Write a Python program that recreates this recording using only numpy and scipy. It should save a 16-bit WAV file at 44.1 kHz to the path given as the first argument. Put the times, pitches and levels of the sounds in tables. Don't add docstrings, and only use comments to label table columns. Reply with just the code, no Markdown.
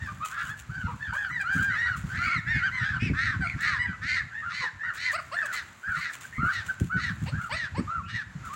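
import sys
import numpy as np
from scipy import signal
from scipy.fft import rfft, irfft, next_fast_len
from scipy.io import wavfile
from scipy.ndimage import map_coordinates

SR = 44100
rng = np.random.default_rng(int(sys.argv[2]) if len(sys.argv) > 2 else 0)


def persist_wave(psi):
    counts = np.round(np.clip(psi, -1, 1) * 32767).astype(np.int16)
    wavfile.write(sys.argv[1], SR, np.atleast_2d(counts).T)


N = 377055

# (start [s], crest [s], end [s], crest pitch [Hz], core level [dB], hiss level [dB], whistle level [dB])
RASP_CALLS = [(0.292, 0.393, 0.494, 1694, -40.5, -54.0, -51.5),
              (1.678, 1.798, 1.952, 1970, -46.0, -56.0, -51.0),
              (2.098, 2.32, 2.408, 2213, -38.5, -48.5, -31),
              (2.445, 2.543, 2.702, 2164, -37.5, -53.0, -46.5), (2.72, 2.848, 3.003, 1800, -41, -50, -48),
              (2.99, 3.037, 3.114, 2620, -40.0, -51.0, -40),
              (3.132, 3.24, 3.374, 1940, -32.5, -43.0, -39.0),
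              (3.576, 3.687, 3.798, 2021, -33.5, -41.0, -37.5),
              (4.01, 4.128, 4.228, 2109, -33.5, -40.0, -31.5),
              (4.484, 4.589, 4.698, 2069, -40.0, -41.5, -33.0),
              (4.95, 5.058, 5.128, 2063, -38.5, -39.5, -29.5),
              (5.511, 5.548, 5.631, 2050, -39.0, -44.0, -42.5),
              (5.925, 6.028, 6.123, 2058, -38.5, -46, -38.5), (6.5, 6.54, 6.634, 1960, -45.0, -43.0, -36.5),
              (6.96, 7.017, 7.128, 2000, -39, -43.0, -35.0), (7.52, 7.562, 7.688, 1979, -45, -42.5, -34.5),
              (8.075, 8.146, 8.236, 1906, -45.0, -44.5, -36.0)]


def amp(db):
    return 10 ** (np.asarray(db) / 20)


def unit(x):
    return x / np.sqrt(np.mean(x ** 2) + 1e-20)


def along(points, hz):
    f, v = np.transpose(points)
    return np.interp(np.log(hz + 1), np.log(f + 1), v)


def curve(rows):
    return np.interp(np.arange(N) / SR, *np.transpose(rows))


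def wobble(rate, n):
    knots = rng.standard_normal(int(n * rate / SR) + 4)
    return map_coordinates(knots, [np.arange(n) * rate / SR], mode="wrap")


def filtered(x, response):
    m = next_fast_len(len(x) + 8192)
    return irfft(rfft(x, m) * response(np.fft.rfftfreq(m, 1 / SR)), m)[:len(x)]


def noise(spectrum):
    return unit(filtered(rng.standard_normal(N), lambda hz: amp(along(spectrum, hz))))


def add(track, s, sound):
    i = max(0, round(s * SR))
    part = track[i:i + len(sound)]
    part += sound[:len(part)]


def yard():
    # (frequency [Hz], level [dB])
    spectrum = [(30, -31), (150, -1), (450, -10.5), (800, -7), (1400, 0.5), (2000, -4), (3100, -13),
                (4400, -16.5), (5400, -20), (7300, -13.5), (9400, -35), (11200, -25.5), (13300, -48.5),
                (15300, -37), (16000, -57)]
    return amp(-53.5 + 2.4 * wobble(4.2, N)) * noise(spectrum)


def scuffs():
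    # (time [s], level [dB], decay scale [s])
    strokes = [(0.245, -41.5, 0.082), (0.592, -48, 0.021), (1.132, -47, 0.067), (1.413, -45.5, 0.016),
               (1.525, -51, 0.13), (1.623, -44, 0.042), (1.959, -48.5, 0.078), (3.606, -46, 0.072),
               (4.936, -46, 0.078), (5.116, -35.5, 0.035), (5.457, -40.5, 0.022), (5.526, -40, 0.066),
               (6.133, -41.5, 0.03), (6.206, -42.5, 0.059), (6.661, -45.5, 0.038), (6.799, -42.5, 0.02),
               (7.407, -54.5, 0.16), (8.447, -52.5, 0.13), (8.532, -47.5, 0.06)]
    # (time [s], level [dB])
    rustle_levels = [(0, -63.5), (.35, -52.5), (.9, -64), (2.1, -56.5), (2.8, -73.5), (4.8, -85.5),
                     (5.3, -56), (7.3, -58.5), (7.6, -77)]
    # (frequency [Hz], level [dB])
    spectrum = [(300, -27.5), (1400, 2), (2500, 0), (3500, -5), (5000, -13.5), (7200, 0), (9700, -13),
                (11200, -13.5), (13300, -19), (15200, -14), (16000, -3)]
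    force = np.zeros(N)
    for s, db, length in strokes:
        u = np.arange(round(2 * length * SR) + 2) / (length * SR)
        add(force, s, amp(db + 4.5) * (1 - np.exp(-u / 0.044)) * np.exp(-1.2 * u - 1.07 * u * u))
    rustle = amp(curve(rustle_levels) + 4 * wobble(22, N))
    grit = unit(amp(3.8 * wobble(450, N)))
    return (force + rustle) * grit * noise(spectrum)


def thuds():
    # (time [s], level [dB], knock relative to that level [dB])
    blows = [(0.688, -22, -45), (0.837, -16.5, -32), (1.549, -17.5, -12.5), (1.593, -18.5, -21),
             (2.039, -18.5, -29), (2.268, -25.5, -17.5), (2.56, -17.5, -24), (3.018, -15.5, -13.5),
             (3.057, -17.5, -15), (3.099, -11, -15), (3.392, -16.5, -23), (3.883, -23, -22.5),
             (5.877, -27.5, -30), (5.964, -29, -30), (6.38, -17, -20), (6.43, -16.5, -18.5),
             (6.808, -10.5, -16), (6.951, -17, -17), (7.102, -19.5, -32), (7.218, -16, -27),
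             (7.327, -17, -22), (7.777, -16, -8.5), (8.347, -24, -36)]
    # (time [s], level [dB])
    buffeting = [(0.0, -45.5), (0.55, -54), (0.93, -42), (1.17, -50.5), (2.36, -39.5), (2.64, -45.5),
                 (3.5, -37.5), (3.88, -46.5), (4.9, -57.5), (6.31, -62.5), (6.53, -54), (6.76, -49.5),
                 (6.9, -46), (7.24, -37.5), (7.43, -45.5), (8.0, -42), (8.31, -52), (8.55, -49)]
    # (frequency [Hz], level [dB])
    rumble_spectrum = [(15, -26), (30, -23.5), (60, -1.5), (100, 3), (160, -4), (230, -12.5), (330, -24.5),
                       (500, -58), (1200, -85)]
    thump_spectrum = [(20, -29), (50, -6), (110, -2.5), (170, -0.5), (260, -21.5), (400, -36.5),
                      (1000, -77.5)]
    knock_spectrum = [(80, -30), (250, 13.5), (350, 0.5), (500, -11), (800, -25), (2000, -83), (5000, -87)]
    out = amp(curve(buffeting) + 1.62 + 5.4 * wobble(36, N)) * noise(rumble_spectrum)
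    attack_s, t60_s = 0.0079, 0.12
    t = np.arange(SR // 5) / SR
    push = (1 - np.exp(-t / attack_s)) * amp(-60 * t / t60_s)
    thump, knock = noise(thump_spectrum), noise(knock_spectrum)
    for s, db, knock_db in blows:
        i = rng.integers(N - len(t))
        add(out, s, amp(db - 20) * unit(push * thump[i:i + len(t)]))
        add(out, s, amp(db + knock_db - 13.5) * unit(push * knock[i:i + len(t)]))
    return out


def fences(x, early_db, tail_db):
    # (frequency [Hz], time to fall 60 dB [s])
    t60 = [(200, 0.47), (1800, 0.52), (5000, 0.41), (12000, 0.29)]
    hz, t, bands = signal.stft(rng.standard_normal(SR // 2), SR, nperseg=256)
    decay = amp(-60 * t / along(t60, hz)[:, None])
    tail = signal.istft(bands * decay, SR, nperseg=256)[1]
    response = amp(tail_db) * tail / np.linalg.norm(tail)
    for delay_s, gain in zip(rng.uniform(0.002963, .025, size=8), unit(rng.standard_normal(8))):
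        add(response, delay_s, np.array([amp(early_db) * gain / np.sqrt(8)]))
    return signal.fftconvolve(x, response)[:N]


def gesture(start, crest, end, crest_hz, db_per_oct, taper):
    rise_oct, fall_oct, reference_s = .32, .42, .1
    u = np.linspace(0, 1, max(64, round((end - start) * SR)))
    t = start + u * (end - start) - crest
    slope_s = np.where(t < 0, abs(crest - start), abs(end - crest)) + 1 / SR
    depth_oct = np.where(t < 0, rise_oct, fall_oct) * np.sqrt(slope_s / reference_s)
    octaves = -depth_oct * (t / slope_s) ** 2
    arch = np.abs(np.sin(np.pi * u)) ** taper * amp(db_per_oct * octaves)
    return 2 * np.pi * np.cumsum(crest_hz * 2 ** octaves) / SR, unit(arch)


def syrinx(phase, arch, db, rough, overtone_db, half_db, db_per_oct, count):
    n = len(phase)
    jitter = (0.2 + rough) * wobble(338.4, n)
    waver = 1.2 * wobble(55, n)
    phase = phase + jitter + waver
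    growl = 1 + .3 * np.sin(phase / 11 + 1.5 * wobble(90, n))
    tone = growl * np.sin(phase)
    for ratio in np.delete(np.arange(1, count + 1), 1) / 2:
        if ratio < 2:
            level = half_db + 0.5 * overtone_db
        else:
            level = overtone_db + db_per_oct * np.log2(ratio / 2) + half_db * 0.74 * (ratio % 1 > 0)
        flicker = amp(4 * wobble(45, n))
        partial = np.sin(ratio * phase + rng.uniform(0, 2 * np.pi))
        tone += amp(level) * flicker * arch ** .5 * partial
    shimmer = unit(amp((1 + 4.54 * rough) * wobble(279.4, n)))
    return amp(db) * arch * tone * shimmer


def honks():
    # (start [s], end [s], first frequency [Hz], last frequency [Hz], level [dB], overtone level [dB])
    glides = [(1.126, 1.171, 880, 1256, -43, -24), (1.399, 1.434, 1596, 1530, -37, -22),
              (3.407, 3.475, 1566, 1310, -36, -26), (3.788, 3.865, 1920, 1930, -34.5, -25.5),
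              (5.13, 5.169, 1060, 1464, -36.5, -16.5), (5.177, 5.205, 1500, 1125, -38, -22.5),
              (5.315, 5.362, 1042, 1490, -40.5, -15.5), (5.419, 5.462, 1372, 1072, -42.5, -19),
              (7.26, 7.307, 708, 1304, -51.5, -2.5), (7.495, 7.563, 859, 1415, -42.5, -8.5),
              (7.747, 7.809, 817, 1301, -44, -12.5)]
    # (frequency [Hz], gain [dB])
    throat = [(300, -21), (600, 14), (1100, 5.5), (2000, 10), (2700, 13.5), (3500, -0.5), (4500, 17),
              (5400, 3.5), (7000, -17.5), (8200, 16.5), (9500, -24.5), (13000, -36.5)]
    bow_oct = 0.0398
    out = np.zeros(N)
    for start, end, first_hz, last_hz, db, overtone_db in glides:
        u = np.linspace(0, 1, max(64, round((end - start) * SR)))
        bow = np.abs(np.sin(np.pi * u))
        hz = first_hz * (last_hz / first_hz) ** u * 2 ** (bow_oct * bow)
        phase = 2 * np.pi * np.cumsum(hz) / SR
        arch = unit(bow ** 0.38)
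        add(out, start, syrinx(phase, arch, db, 0.06, overtone_db, half_db=-7, db_per_oct=-8, count=16))
    return filtered(out, lambda hz: amp(along(throat, hz)))


def smeared(phase, partials, smear_rad):
    tone = np.zeros(len(phase))
    for ratio, db in partials:
        shake = smear_rad * np.sqrt(ratio) * wobble(299.8, len(phase)) + rng.uniform(0, 2 * np.pi)
        tone += amp(db) * np.sin(ratio * phase + shake)
    return unit(tone)


def rasps():
    # (frequency [Hz], level [dB])
    hiss_spectrum = [(600, -25), (1500, -5), (2300, 10.5), (3100, -4.5), (4000, 1.5), (4650, 1.5),
                     (5350, -1.5), (7200, -12), (8400, -9.5), (9500, -40), (11300, -22), (13500, -65)]
    core_partials = [(.72, -7), (.86, -5), (1, 0), (1.15, -10), (1.33, -17)]
    buzz_partials = [(1.5, -6), (1.8, -8), (2, 0), (2.2, -1), (2.9, -14), (3.3, -13)]
    waver_rad, flutter_db, flutter_per_s = 3.01, 2, 45
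    voice, air = np.zeros(N), np.zeros(N)
    for start, crest, end, hz, db, hiss_db, _ in RASP_CALLS:
        phase, arch = gesture(start, crest, end, hz, db_per_oct=5.5, taper=0.53)
        n = len(phase)
        phase += waver_rad * wobble(flutter_per_s, n)
        rattle = unit(amp(2.04 * wobble(379.2, n) + flutter_db * wobble(flutter_per_s, n)))
        core = smeared(phase, core_partials, smear_rad=.56)
        buzz = smeared(phase, buzz_partials, smear_rad=.58)
        add(voice, start, amp(db + 2) * arch * rattle * core)
        add(voice, start, amp(hiss_db - 3) * unit(arch ** 2.2) * rattle * buzz)
        add(air, start, amp(hiss_db - 5) * unit(arch ** 1.3) * rattle)
    return voice + air * noise(hiss_spectrum)


def peeps():
    # (start [s], crest [s], end [s], crest pitch [Hz], level [dB], roughness [0-1])
    whistles = [(0, 0.019, 0.109, 1832, -40.5, 0.4), (0.074, 0.105, 0.126, 1225, -39.5, 0.3),
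                (0.203, 0.245, 0.27, 1286, -33.5, 0.03), (0.351, 0.375, 0.53, 1675, -41.5, 0.5),
                (0.366, 0.426, 0.438, 1422, -36.0, 0.3), (0.479, 0.525, 0.55, 1723, -38.0, 0),
                (0.691, 0.75, 0.96, 1550, -39.5, 0.3), (0.869, 0.89, 0.92, 983, -37.0, 0),
                (0.994, 1.025, 1.15, 1745, -38.5, 0.5), (1.088, 1.212, 1.32, 1659, -33.0, 0.35),
                (1.294, 1.326, 1.42, 2000, -33.5, 0), (1.436, 1.558, 1.627, 1610, -29.5, 0.15),
                (1.558, 1.652, 1.77, 1616, -30.0, 0.03), (1.684, 1.737, 1.81, 1994, -34.0, 0.15),
                (1.731, 1.856, 1.903, 1938, -29.5, 0), (1.847, 1.893, 1.972, 1515, -32.0, 0.3),
                (2.084, 2.148, 2.207, 1603, -39.0, 0.52), (2.185, 2.239, 2.29, 1447, -31, 0.17),
                (2.21, 2.257, 2.35, 2280, -35.5, 0.2), (2.267, 2.335, 2.38, 1422, -32.0, 0),
                (2.461, 2.51, 2.611, 1835, -32, 0.14), (2.612, 2.66, 2.7, 1575, -28.0, 0.1),
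                (2.71, 2.74, 2.88, 2067, -33.0, 0.4), (2.798, 2.913, 2.94, 1685, -32.5, 0.1),
                (2.927, 2.949, 2.99, 1551, -33.5, 0.34), (3.41, 3.483, 3.557, 2206, -37.0, 0.75),
                (3.596, 3.63, 3.75, 1847, -36.0, 0.03), (3.651, 3.677, 3.78, 1258, -38.0, 0.03),
                (3.84, 3.852, 3.96, 1662, -38.0, 0.35), (4.312, 4.397, 4.47, 1827, -39.0, 0.5),
                (4.421, 4.481, 4.54, 1419, -36.5, 0.18), (4.605, 4.617, 4.67, 1085, -37.0, 0.8),
                (4.794, 4.861, 4.93, 1912, -35, 0.3), (4.832, 4.869, 4.937, 1490, -36.5, 0.63),
                (5.355, 5.38, 5.435, 1798, -30.0, 0.4), (5.376, 5.405, 5.56, 1746, -35.0, 0.5),
                (5.829, 5.876, 6, 1635, -34.5, 0.28), (5.875, 5.92, 6.01, 1475, -33.0, 0.25),
                (6.238, 6.308, 6.26, 1813, -43.0, 0.4), (6.324, 6.394, 6.43, 2125, -40.5, 0.65),
                (6.379, 6.439, 6.51, 1395, -31.0, 0.25), (6.438, 6.503, 6.53, 1528, -28.0, 0.32),
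                (6.684, 6.709, 6.72, 1552, -30.0, 0.15), (6.896, 6.949, 7.01, 1511, -31.0, 0.08),
                (7.319, 7.399, 7.4, 1665, -39.0, 0.5), (7.379, 7.428, 7.49, 1448, -37.0, 0.34),
                (7.87, 7.944, 8.02, 1376, -32.5, 0), (8.03, 8.105, 8.2, 2899, -50.5, 0.6),
                (8.431, 8.45, 8.502, 1364, -42.5, 0.35), (8.492, 8.552, 8.564, 1215, -40.0, 0)]
    # (time [s], level [dB])
    overtones = [(0, -16.5), (1.5, -21.5), (2.4, -17.5), (3.5, -21.5), (4.5, -25), (6, -28), (8.5, -32.5)]
    # (frequency [Hz], gain [dB])
    bill = [(300, 13), (700, -7.5), (1100, 3), (2300, 2), (3250, -3), (4400, 1), (5200, -3.5), (6200, -1.5),
            (8000, -4), (11000, -22)]
    lead_s, clearing_rough = .02, .14
    clearings = [(crest - lead_s, crest, end, hz, db, clearing_rough)
                 for _, crest, end, hz, _, _, db in RASP_CALLS]
    out = np.zeros(N)
    for start, crest, end, hz, db, rough in [*whistles, *clearings]:
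        phase, arch = gesture(start, crest, end, hz, db_per_oct=4, taper=0.49)
        overtone_db = np.interp(crest, *np.transpose(overtones)) + 5.5 * rough
        note = syrinx(phase, arch, db, rough, overtone_db, half_db=-14, db_per_oct=-15, count=10)
        add(out, start, note)
    return filtered(out, lambda hz: amp(along(bill, hz)))


def scene():
    geese = peeps() + honks() + rasps()
    background = yard()
    echoes = fences(geese, early_db=-11.5, tail_db=-11.5)
    return (geese + echoes + background + scuffs() + thuds())[None]


def record(dry):
    low_cut_hz, top_hz = 47, 15850
    response = lambda hz: hz ** 3 / np.hypot(hz ** 3, low_cut_hz ** 3) * (hz < top_hz)
    return np.array([filtered(channel, response) for channel in dry])


dry = scene()
out = record(dry)
persist_wave(out)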